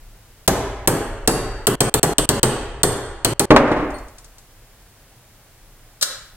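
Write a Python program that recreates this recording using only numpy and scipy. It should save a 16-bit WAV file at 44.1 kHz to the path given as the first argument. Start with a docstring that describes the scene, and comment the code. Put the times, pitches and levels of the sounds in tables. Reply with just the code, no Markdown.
"""A hammer drives a steel wedge into the handle of an axe held in a bench vise, in a hard-walled workshop.
Each blow clacks, rings the steel and thumps the bench; the first ones also split the wood.
Between the quick blows the ringing drops abruptly. The hammer falls on the bench and rocks to rest,
fingers tick on the axe head, and last the vise bar slides and clinks. Throughout, over a faint hiss,
a close microphone's limiter holds the loud hits down and lets the room swell after them."""
import sys
import numpy as np
from scipy import signal
from scipy.fft import rfft, irfft
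from scipy.io import wavfile
from scipy.ndimage import uniform_filter1d, minimum_filter1d

SR = 44100
rng = np.random.default_rng(int(sys.argv[2]) if len(sys.argv) > 2 else 0)


def generate_wav(signal):
    """Clip the signal to [-1, 1] and save it as 16-bit WAV at the path in sys.argv[1]."""
    frames = np.transpose(np.atleast_2d(signal))
    scaled = np.clip(frames, -1, 1) * 32767
    pcm = np.round(scaled).astype(np.int16)
    wavfile.write(sys.argv[1], SR, pcm)


N = 280467
AGE_S = np.arange(SR) / SR  # time since a contact

# blows: (time [s], force [dB], ring re force [dB], clank re force [dB], clack tilt [dB/octave])
BLOWS = [(0.4773, 9.3, -33, -18, -0.48), (0.8741, 11, -17, -8, 7.8), (1.275, 8, -10, -8.5, 0.51),
         (1.6687, 3.5, -23, -4.5, 7), (1.8050, 3, -13.5, -5.5, -1.7), (1.9404, 7.5, -14, -3, 7.9),
         (2.0301, 17, -19, -7, 1.6), (2.1823, 14.5, -10.5, -1, 2), (2.2900, 13, -21, -6, -1.2),
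         (2.4303, 21, -17, -4.5, -2.2), (2.8321, 22, -11.5, -7.5, 3), (3.2471, 4, -13.5, -1.5, 0.65),
         (3.3949, 7.1, -18, -6.5, 1.5)]
def hammer_blows(out, let_go_s=1.82, let_go_span_s=0.42, facing_db=-4.5):
    """The hammer seats the wedge; fingers steady and mute it, then let go."""
    for k, (s, force_db, ring_db, clank_db, tilt_db) in enumerate(BLOWS):
        grip = np.clip(.5 - (s - let_go_s) / let_go_span_s, 0, 1)
        contact, body = blow(force_db, ring_db, clank_db, tilt_db, grip, loose=np.exp(-k))
        room = workshop()  # the arm moves: new paths each blow
        # the wedge faces the microphone: weaker reflections
        facing = room * np.where(AGE_S < .005, 1, undb(facing_db))
        add(out, s, skip_decay(heard(contact, facing) + heard(body, room), s))


# instant of contact: (frequency [Hz], density [dB])
CRACK = [(600, 5.5), (1500, 3.5), (4000, 2), (8000, -5.5), (12000, 1.5), (16000, 4.5)]
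# steel on steel: (frequency [Hz], density [dB])
CLACK = [(700, -2), (1500, -14), (2500, -7), (3500, -3), (5200, 0.5), (7000, 2.5), (8500, 1.5), (10000, -2),
         (11300, -1), (13000, -3.5), (16000, -17)]
def blow(force_db, ring_db, clank_db, tilt_db, grip, loose):
    """One blow as (contact, body); the hammer catches up with the sinking wedge and touches it twice."""
    crack = strength(burst(CRACK, t60_s=0.01, rise_s=.0001), force_db - 2.5 + 2.5 * loose)
    clack = strength(burst(CLACK, t60_s=0.049, rise_s=0.00031, tilt_db=tilt_db), force_db + 0.5)
    contact = crack + wedge(force_db + 4 - 8 * grip)
    rebound = undb(-7) * delay(contact, s=0.001153)
    head = axe_head(force_db + clank_db, force_db + ring_db)
    wood = handle_and_bench(force_db, loose)
    return contact + rebound, clack + head + delay(wood, s=0.002533)


# wedge modes: (frequency [Hz], level [dB], t60 [s])
WEDGE_MODES = [(8275, 2.5, 0.007), (7650, -8, .004), (8300, -4.5, 0.0014), (11880, -12.5, .003)]
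def wedge(db, detune=.01):
    """The wedge rings, quickly damped by the wood, at a slightly new pitch each blow."""
    pitch = 1 + detune * rng.standard_normal()
    modes = [(hz * pitch, mode_db, t60_s) for hz, mode_db, t60_s in WEDGE_MODES]
    return strength(ring(modes, scatter_db=2), db)


# clank of the wedged head: (frequency [Hz], density [dB])
CLANK = [(1500, -27), (2600, -7.5), (3150, 4.5), (3500, -5), (3850, -9), (4450, 5), (5000, -31.5),
         (7000, -30.5)]
# hammer and axe modes: (frequency [Hz], level [dB], t60 [s])
STEEL_MODES = [(4377, -16.5, .45), (4610, -16, .5), (7291, -14, .35), (7639, -16, .3), (8511, 0, .34),
               (8534, -3, .25), (11222, -7, .28), (11246, -7, .22)]
def axe_head(clank_db, ring_db):
    """The head clanks briefly; the steel rings on."""
    clank = strength(burst(CLANK, t60_s=0.027, rise_s=0.0004), clank_db)
    return clank + undb(ring_db) * ring(STEEL_MODES, scatter_db=-4.0)


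# splitting wood: (frequency [Hz], density [dB])
SPLIT = [(200, -14.5), (550, -4.5), (860, 11), (1200, -16), (2600, -12), (6000, -12.5), (15000, -21)]
# thud through vise and bench: (frequency [Hz], density [dB])
THUD = [(40, -9.5), (80, -7.5), (130, 3.5), (185, -2.5), (280, -1.5), (420, 3), (520, -5), (720, -6.5),
        (1100, -9.5), (1800, -14), (2500, -24.5), (5000, -47)]
# bench modes: (frequency [Hz], level [dB], t60 [s])
BENCH_MODES = [(34.2, 4, 0.54), (51.9, -6.5, 0.88), (92.6, -12.5, 0.13), (115.3, 0, 0.54),
               (133.6, -1, 0.15), (255.7, 2.5, 0.29), (281.3, 1, 0.21), (405, -2, 0.46), (418, -16, 0.29),
               (564, -4.5, 0.78), (675, -4.5, 0.054), (814.5, 4.5, 0.32)]
def handle_and_bench(force_db, loose):
    """A wedge not yet seated splits the wood; the push travels down the handle into the bench."""
    split = loose * strength(burst(SPLIT, t60_s=0.025, rise_s=.0005), force_db + 1.5)
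    thud = strength(burst(THUD, t60_s=0.11, rise_s=0.002, tilt_db=0.18), force_db + 3.5)
    bench = undb(force_db - 20) * ring(BENCH_MODES, scatter_db=3)
    return split + thud + bench


# abrupt drops in the ringing: (time [s])
SKIPS_S = [1.755, 1.897, 1.997, 2.136, 2.256, 2.398, 3.336, 3.455]
def skip_decay(sound, onset_s, leap_s=.22):
    """At the first skip after its onset, a blow leaps to a later, quieter part of its decay."""
    later = [int((s - onset_s) * SR) for s in SKIPS_S if s > onset_s]
    if not later:
        return sound
    return np.hstack([sound[:, :later[0]], sound[:, later[0] + int(leap_s * SR):]])


# hammer landings: (time [s], body [dB], hard edge [dB])
LANDINGS = [(3.505, 17.5, 14.5), (3.516, 19, -3.5), (3.544, 0.5, -13), (3.562, 6.5, 14.5),
            (3.673, -17, -8.5)]
def dropped_hammer(out, room, rock_start_s=3.714, first_gap_s=.048, gap_ratio=.75):
    """The hammer bounces, then rocks to rest, each rocking contact sooner and weaker."""
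    k = np.arange(6)
    gaps_s = first_gap_s * gap_ratio ** k
    times_s = rock_start_s + np.cumsum(gaps_s) - gaps_s
    rocking = zip(times_s, -4.5 - 4.5 * k, -7 - 5.5 * k)
    for s, body_db, edge_db in [*LANDINGS, *rocking]:
        add(out, s, heard(bounce(body_db, edge_db), room))


# bench-top modes: (frequency [Hz], level [dB], t60 [s])
BOARD_MODES = [(260, 1, 0.066), (295.5, 0, 0.071), (386, -3, 0.078), (473, -3, 0.05), (608, -2, 0.06),
               (710, -6, 0.04), (825, -4, 0.021), (1090, -2.5, 0.039)]
# hammer on wood: (frequency [Hz], density [dB])
KNOCK = [(40, -37), (110, -22), (300, 2), (600, 4.5), (1100, 2), (1600, -3), (2200, -7), (3200, -15),
         (5000, -23), (9000, -30.5), (15000, -47.5)]
def bounce(body_db, edge_db):
    """The board booms under a hard knock; gentle contacts are longer and duller."""
    board = ring(BOARD_MODES, scatter_db=1)
    gentle = np.clip((2 - body_db) / 10, 0, 1)
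    knock = burst(KNOCK, t60_s=0.071 + 0.15 * gentle, rise_s=0.00027 + 0.0022 * gentle,
                  tilt_db=-1.5 * gentle)
    return strength(board, body_db) + strength(knock, edge_db)


# bar sliding to its stop: (time [s], level [dB], scrape t60 [s])
BAR_HITS = [(6.011, -21, 0.26), (6.022, -16.5, 0.048), (6.0259, -9, 0.043)]
# bar scrape: (frequency [Hz], density [dB])
SCRAPE = [(120, -56), (200, -26), (424, -26), (519, -18), (916, -20), (1370, -7.5), (2510, -19.5),
          (3900, -3), (4680, -4), (9230, -7.5), (10700, -16), (12600, -11), (16000, -22)]
# bar modes: (frequency [Hz], level [dB], t60 [s])
BAR_MODES = [(511, 3, 0.15), (1440, -7, 0.33), (3365, -9, 0.6), (3989, 4, 0.46), (5320, 3, 0.25),
             (7400, -5, 0.35), (9460, 2, 0.36), (9491, -7, 0.3)]
def vise_bar(out, room):
    """The loose steel bar scrapes and clinks in the vise screw."""
    for s, db, t60_s in BAR_HITS:
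        clink = undb(db - 23) * ring(BAR_MODES, scatter_db=1)
        scrape = strength(burst(SCRAPE, t60_s, rise_s=0.00076), db)
        add(out, s, heard(scrape + clink, room))


# finger touches: (time [s], level [dB])
TOUCHES = [(3.903, -45), (3.984, -47), (4.082, -49.5), (4.182, -42.5), (4.243, -45), (4.382, -46)]
# finger on steel: (frequency [Hz], density [dB])
TICK = [(1000, -7), (3000, -11), (4500, -6), (5500, -4), (7200, -2), (10000, -8), (15000, -27)]
def finger_ticks(out, room):
    """Fingers tick on the axe head."""
    for s, db in TOUCHES:
        tick = strength(burst(TICK, t60_s=0.067, rise_s=0.00059), db)
        add(out, s, heard(tick, room))


# brushed axe-head modes: (frequency [Hz], level [dB], t60 [s])
PING_MODES = [(4350, -42, 0.15), (8830, -40.5, 0.16)]
def nail_ping(out, room, at_s=3.940):
    """A fingernail wakes two modes of the steel; the hand soon stills them."""
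    ping = ring(PING_MODES, scatter_db=1) * attack(rise_s=.003)
    add(out, at_s, heard(ping, room))


# pushes on the bench: (time [s], level [dB])
NUDGES = [(0.019, -35), (0.299, -45), (4.619, -47.5), (5.609, -44)]
def bench_nudges(out, room):
    """A leaning body rocks only the lowest bench modes."""
    for s, db in NUDGES:
        sway = undb(db) * ring(BENCH_MODES[:3], scatter_db=0.5)
        add(out, s, heard(sway * fade(t60_s=0.48) * attack(rise_s=0.011), room))


# wall reverberation: (frequency [Hz], t60 [s], level [dB])
WALL_BANDS = [(60.4, 0.95, -0.5), (155, 0.29, 0.5), (400, 0.53, -2), (1024, 0.63, -3.5), (1900, 0.67, -3.5),
              (4150, 0.54, -9.5), (8800, 0.42, -10.5), (12000, 0.34, -12), (15800, 0.31, -18.5)]
# direct sound, left minus right: (frequency [Hz], level [dB])
BALANCE = [(500, 0), (2300, 2), (4200, 10.5), (8000, 1.5), (13000, -8.5)]
def workshop(walls_db=0, early_db=-7, left_lag_s=0.00011):
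    """Response from bench to microphone: direct sound, bench-top reflections, then the walls."""
    hz, noise = bins(AGE_S), rfft(diffuse(SR))
    log_centres = np.log([row[0] for row in WALL_BANDS])
    walls = 0
    for (_, t60_s, db), share in zip(WALL_BANDS, np.eye(len(WALL_BANDS))):
        band = np.interp(np.log(hz + 1), log_centres, share)
        shape = fade(t60_s) * attack(rise_s=0.024)
        walls += undb(db) * irfft(noise * band, SR) * shape / np.linalg.norm(shape)
    shape = fade(t60_s=0.14) * (AGE_S > .001)
    early = undb(early_db) * diffuse(SR) * shape / np.linalg.norm(shape)
    lean_db = read(BALANCE, hz) / 2
    travel = np.exp(-2j * np.pi * hz * 12 / SR)
    left = undb(lean_db) * np.exp(-2j * np.pi * hz * left_lag_s)
    direct = irfft([travel * left, travel * undb(-lean_db)], SR)
    return direct * (AGE_S < .01) + early + undb(walls_db) * walls


# steady background: (frequency [Hz], density [dB])
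HISS = [(15, -30.5), (25, 4), (64, -12.5), (107, -6), (160, -16), (281, -21.5), (313, -20), (631, -21),
        (684, -20.5), (1200, -25), (1570, -24), (2630, -27.5), (15500, -31)]
def hiss(rms_db=-48.5):
    """Faint hiss and rumble from all sides."""
    white = diffuse(N)
    noise = irfft(rfft(white) * undb(read(HISS, bins(white))), N)
    return undb(rms_db) * noise / noise.std()


def diffuse(size, port_gap_m=0.043):
    """Noise from all sides at two microphone ports: alike in the bass, unrelated in the treble."""
    mid, side = rng.standard_normal((2, size))
    alike = .985 * np.sinc(2 * bins(mid) * port_gap_m / 343)
    mid = rfft(mid) * np.sqrt((1 + alike) / 2)
    side = rfft(side) * np.sqrt((1 - alike) / 2)
    return irfft([mid + side, mid - side], size)


def burst(spectrum, t60_s, rise_s, tilt_db=0):
    """Countless heavily damped modes: a smooth spectrum, tilted per octave, smeared over a short decay."""
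    hz = bins(AGE_S)
    phase = np.angle(rfft(rng.standard_normal(SR) * fade(t60_s) * attack(rise_s)))
    gain = undb(read(spectrum, hz) + tilt_db * np.log2(1 + hz / 100))
    return irfft(gain * np.exp(1j * phase), SR) * fade(min(4 * t60_s, .5))


def ring(modes, scatter_db):
    """Damped modes, weighted anew by each contact."""
    chance = rng.standard_normal((len(modes), 2))
    return sum(undb(db + scatter_db * a) * np.sign(b) * fade(t60_s) * np.sin(2 * np.pi * hz * AGE_S)
               for (hz, db, t60_s), (a, b) in zip(modes, chance))


def heard(x, room):
    """A contact at the two ports, gone within a second."""
    return signal.fftconvolve(x[None], room, axes=1)[:, :SR] * np.minimum(10 * (1 - AGE_S), 1)


def strength(x, db):
    """Scale a transient to the energy of 10 ms at this level."""
    return x * undb(db) / np.sqrt(np.sum(x ** 2) / (SR / 100))


def attack(rise_s):
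    """Exponential rise."""
    return 1 - np.exp(-AGE_S / rise_s)


def fade(t60_s):
    """Exponential decay."""
    return np.exp(-np.log(1000) * AGE_S / t60_s)


def undb(db):
    """Decibels to gain."""
    return 10 ** (np.asarray(db) / 20)


def read(table, hz):
    """Interpolate levels over log frequency."""
    table_hz, db = np.array(table).T
    return np.interp(np.log(hz + 1e-3), np.log(table_hz), db)


def bins(x):
    """FFT frequencies of x in Hz."""
    return np.fft.rfftfreq(x.shape[-1], 1 / SR)


def delay(x, s):
    """Delay by s seconds."""
    return np.pad(x, (int(s * SR), 0))[:len(x)]


def add(out, s, sound):
    """Mix in a stereo sound at time s."""
    start = int(s * SR)
    out[:, start:start + sound.shape[1]] += sound[:, :N - start]


def scene():
    """All contacts in one room; sources nearer the microphone get weaker walls."""
    out = hiss()
    hammer_blows(out)
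    dropped_hammer(out, workshop(walls_db=-6.5))
    room = workshop()
    finger_ticks(out, room)
    vise_bar(out, workshop(walls_db=-1))
    bench_nudges(out, room)
    nail_ping(out, room)
    return out


def limiter(x, ceiling_db=-11.0, ratio=8, release_db_per_s=45, sense_hz=1700, ahead_s=0.0058):
    """Ducks just ahead of sharp peaks; senses the bass only weakly."""
    sensed = signal.sosfilt(signal.butter(2, sense_hz, "high", fs=SR, output="sos"), x)
    power = uniform_filter1d(np.mean(sensed ** 2, axis=0), size=220)
    level_db = 10 * np.log10(np.maximum(power, 1e-12))
    duck_db = np.maximum(level_db - ceiling_db, 0) * (1 - 1 / ratio)
    recovery_db = release_db_per_s * np.arange(N) / SR
    gain_db = recovery_db - np.maximum.accumulate(duck_db + recovery_db)
    span = int(ahead_s * SR)
    return x * undb(uniform_filter1d(minimum_filter1d(gain_db, 2 * span), span))


def record(dry, top_hz=16000):
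    """Limiter, hard clipping, low-pass."""
    clipped = np.clip(limiter(dry), -1, 1)
    return signal.sosfilt(signal.ellip(8, .2, 70, top_hz, fs=SR, output="sos"), clipped)


dry = scene()
out = record(dry)
generate_wav(out)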